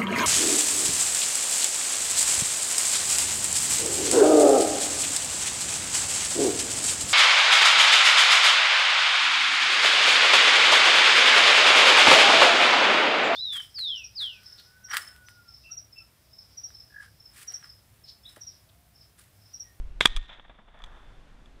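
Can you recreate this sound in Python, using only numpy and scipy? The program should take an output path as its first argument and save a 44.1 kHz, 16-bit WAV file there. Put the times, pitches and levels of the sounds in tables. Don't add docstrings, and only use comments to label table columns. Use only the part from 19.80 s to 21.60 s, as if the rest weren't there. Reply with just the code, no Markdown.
import sys
import numpy as np
from scipy import signal
from scipy.fft import rfft, irfft
from scipy.io import wavfile

SR = 44100
rng = np.random.default_rng(int(sys.argv[2]) if len(sys.argv) > 2 else 0)


def unload_audio(sound):
    columns = np.transpose(np.atleast_2d(sound))
    steps = np.round(np.clip(columns, -1, 1) * 32767)
    wavfile.write(sys.argv[1], SR, steps.astype(np.int16))


N = 79380
T = np.arange(N) / SR

# time_s, level_db
GUSTS = [(0, -28.5), (.11, -33), (.15, -41.5), (.3, -35.5), (.41, -33), (.47, -44.5), (.85, -47.5),
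         (1.12, -47.5), (1.4, -49.5), (1.8, -52)]
# pitch_hz, level_db
WIND_TONE = [(10, -9), (25, 3), (38, -2), (55, -9.5), (90, -26.5), (200, -44), (600, -75.5)]
# pitch_hz, level_db
HUSH_TONE = [(53, -30.5), (90, -5), (180, -8.5), (478, -16), (581, -17), (676, -18), (1140, -21),
             (1380, -21.5), (2950, -26.5), (3430, -28.5), (12600, -44.5), (16000, -61.5)]
# start_s, level_db, rattle_fade_s, brighten_db_per_octave, contact_s
KNOCKS = [(0.2057, -18, 0.0012, 1, 0.00069), (.21353, 4.5, .001, -1, 0.00027), (.2534, -6, .001, 16, .0003),
          (.25708, 24.5, .0012, 1.5, 0.00058), (.25883, 9, .0007, -6, 0.00014),
          (0.2713, -0.5, .004, 2, 0.002), (0.3636, 2.5, 0.0054, 2, 0.001),
          (0.37, -2.5, 0.004, -1.5, 0.0021), (.99, -31, .003, 1, 0.0018), (1.02, -27, 0.0035, -1.5, 0.0016),
          (1.039, -17, 0.006, -1.5, 0.00083), (1.0429, -24, .002, 0.5, 0.0011),
          (1.061, -31.5, 0.005, 1.5, .002), (1.658, -33.5, .005, -0.5, 0.0025)]
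# pitch_hz, level_db, ring_s (time to fade 60 dB)
BODY_NOTES = [(1040, -14.5, 0.01), (1194, -5.5, 0.011), (1700, -7, .01), (2400, -11, 0.019),
              (3408, 3, 0.012), (3650, -16.5, .0073), (4770, -9, .007), (6200, -15.5, 0.0047),
              (8100, -16, 0.0085), (10100, -22.5, .0046)]
# pitch_hz, level_db
RATTLE_TONE = [(60, -12), (300, -8), (650, -12.5), (1150, 1.5), (2000, -6), (2800, -4), (3500, 8),
               (4400, -9), (6300, -4), (10000, -13.5), (15000, -28)]
# delay_s, level_db
BOUNCES = [(.00186, -3), (.00327, -15.5)]
# pitch_hz, level_db
BLAST_TONE = [(40, -13), (150, -9), (500, -13), (800, -13.5), (1600, -1), (2400, 3), (3000, -5.5),
              (3550, 9), (4400, -9.5), (7000, -16), (10000, -16.5), (15000, -32)]
# pitch_hz, level_db
GRASS_TONE = [(60, -9.5), (250, -9.5), (550, -17.5), (900, -11), (1700, -8), (2900, -10), (3500, 4),
              (4400, -17.5), (7500, -22), (11000, -30), (15000, -40.5)]
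# start_s, level_db, rise_s, fade_s, dull_db_per_khz
TREE_ECHOES = [(0.489, -37, 0.0047, 0.051, 0.5), (0.514, -39.5, 0.021, 0.015, -1),
               (.585, -37.5, 0.0018, 0.0031, 7), (0.595, -37, .002, 0.0058, 2),
               (.638, -45, 0.015, 0.0062, 4), (.694, -37.5, 0.0026, 0.011, 4),
               (.735, -50.5, .012, 0.0191, 3.5), (0.786, -39.5, 0.0028, 0.012, 6),
               (0.871, -47.5, .012, .02, 3), (.942, -45, 0.0033, 0.0087, 4.5)]
# pitch_hz, level_db
ECHO_TONE = [(80, -10.5), (220, -1.5), (400, -11), (700, 1.5), (1300, -0.5), (1900, -0.5), (2900, -4.5),
             (3550, 8), (4300, -22.5), (7000, -29), (14000, -71)]
# pitch_hz, level_db
WOODS_TONE = [(100, -8), (400, -13), (650, -0.5), (1200, -1.5), (1800, -2), (2400, -17), (3000, -13.5),
              (3550, -5.5), (4300, -45.5), (9000, -42)]
# pitch_hz, level_db
THUD_TONE = [(40, -15), (130, -3.5), (330, -7.5), (700, -10.5), (1100, -5), (1650, 3), (2400, -7.5),
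             (4000, -15), (8000, -23.5), (15000, -39.5)]
# middle_s, level_db, half_width_s
JOLTS = [(0.303, -22, 0.011), (0.374, -12, 0.0081), (0.418, -31, 0.0073), (1.046, -33, 0.008)]

SHOT_S, BOLT_BACK_S = .2091, .257


def amp(db):
    return 10 ** (np.asarray(db) / 20)


def unit(x):
    return x / np.sqrt(np.mean(x ** 2) + 1e-20)


def colour(x, tone, dull_db=0, bright_db=0):
    hz = np.abs(np.fft.fftfreq(N, 1 / SR)) + 1
    pitch_hz, level_db = np.transpose(tone)
    db = np.interp(np.log(hz), np.log(pitch_hz), level_db)
    db = db - dull_db * hz / 1000 + bright_db * np.log2(np.maximum(hz, 1000))
    log_gain = np.log(np.maximum(unit(amp(db)), 1e-5))
    response = np.exp(np.conj(signal.hilbert(log_gain)))[:N // 2 + 1]
    return irfft(rfft(x) * response, N)


def noise(tone):
    return colour(rng.standard_normal(N), tone)


def swell(start_s, rise_s, fade_s):
    return np.clip((T - start_s) / rise_s, 0, 1) * np.exp(-np.maximum(T - start_s - rise_s, 0) / fade_s)


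def burst(start_s, fade_s):
    clicks = rng.choice([-1., 1.], N) * swell(start_s, 1 / SR, fade_s)
    return clicks / np.linalg.norm(clicks)


def delayed(x, delay_s):
    return np.interp(T - delay_s, T, x, left=0)


def scatter(tone, dull_db=0):
    clump_times = np.arange(0, 2, .004)
    clump_db = 2.5 * np.interp(T, clump_times, rng.standard_normal(N)[:len(clump_times)])
    return colour(unit(rng.standard_normal(N) * amp(clump_db)), tone, dull_db)


def wind():
    gust_db = np.interp(T, *np.transpose(GUSTS))
    return amp(gust_db) * unit(noise(WIND_TONE)) + amp(-59.5) * noise(HUSH_TONE)


def gun_parts():
    out = np.zeros(N)
    t = T[:SR // 10]
    for start_s, db, rattle_fade_s, bright_db, contact_s in KNOCKS:
        ring = sum(amp(level + bright_db * np.log2(hz) - 60 * t / ring_s) * np.cos(2 * np.pi * hz * t)
                   for hz, level, ring_s in BODY_NOTES)
        ring *= np.minimum(t / contact_s, 1)
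        ring = np.pad(ring / np.linalg.norm(ring), (0, N - len(t)))
        rattle = amp(-8) * colour(burst(start_s, rattle_fade_s), RATTLE_TONE, bright_db=bright_db)
        out += amp(db) * (delayed(ring, start_s) + rattle)
    out += amp(-21.5) * scatter(RATTLE_TONE, dull_db=.6) * swell(BOLT_BACK_S, .002, .0095)
    ping_hz, ping_ring_s = 1845, .97
    ping = amp(-40 - 60 * T / ping_ring_s) * np.sin(2 * np.pi * ping_hz * T)
    return out + delayed(ping, BOLT_BACK_S)


def blast():
    push_s = .00048
    shock = (1 - T / push_s) * np.exp(-T / push_s)
    shock /= np.linalg.norm(shock)
    bounces = sum(amp(db) * delayed(shock, SHOT_S + delay_s) for delay_s, db in BOUNCES)
    crack = amp(-12) * burst(SHOT_S, fade_s=.0025)
    return -amp(15.5) * colour(delayed(shock, SHOT_S) + bounces + crack, BLAST_TONE)


def field_echoes():
    near_grass = amp(-22.5) * scatter(GRASS_TONE) * swell(SHOT_S, rise_s=.003, fade_s=.03)
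    far_grass = amp(-34.5) * scatter(GRASS_TONE, dull_db=1.2) * swell(SHOT_S, .03, .135)
    hedges = amp(-55.5) * scatter(ECHO_TONE, dull_db=2.7) * swell(.563, .11, .44)
    trees = sum(amp(db) * scatter(ECHO_TONE, dull_db) * swell(start_s, rise_s, fade_s)
                for start_s, db, rise_s, fade_s, dull_db in TREE_ECHOES)
    woods = amp(-51.5) * scatter(WOODS_TONE) * swell(.881, .078, .26)
    return near_grass + far_grass + hedges + trees + woods


def recoil():
    kick_s = .25562
    tap = np.zeros(N)
    tap[round(kick_s * SR)] = 1
    return amp(15.5) * colour(tap, THUD_TONE)


def camera_jolts():
    out = np.zeros(N)
    for middle_s, db, half_width_s in JOLTS:
        swing = (middle_s - T) / half_width_s
        out += amp(db) * swing * np.exp((1 - swing ** 2) / 2)
    return out


def scene():
    return (blast() + recoil() + field_echoes() + gun_parts() + camera_jolts() + wind())[None]


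def record(dry):
    threshold_db, max_cut_db, hold_s, recover_db_per_s = -13, 8.5, .51, 31
    level_db = 20 * np.log10(abs(dry[0]) + 1e-9)
    wanted_cut_db = np.clip(2 * (level_db - threshold_db), 0, max_cut_db)
    held_db = np.maximum.accumulate(wanted_cut_db)
    last_peak_s = np.maximum.accumulate(np.where(wanted_cut_db >= held_db, T, 0))
    recovered_db = recover_db_per_s * np.maximum(T - last_peak_s - hold_s, 0)
    cut_db = np.maximum(held_db - recovered_db, 0)
    ceiling, soften_hz, top_hz = .84, 12530, 15800
    x = dry / amp(cut_db) / ceiling
    x = ceiling * x / (1 + x ** 4) ** .25
    x = signal.lfilter(*signal.butter(2, soften_hz, fs=SR), x)
    treble_cut = signal.firwin(255, top_hz, window=("kaiser", 9), fs=SR)
    return signal.oaconvolve(x, treble_cut[None], "same")


dry = scene()
out = record(dry)
unload_audio(out)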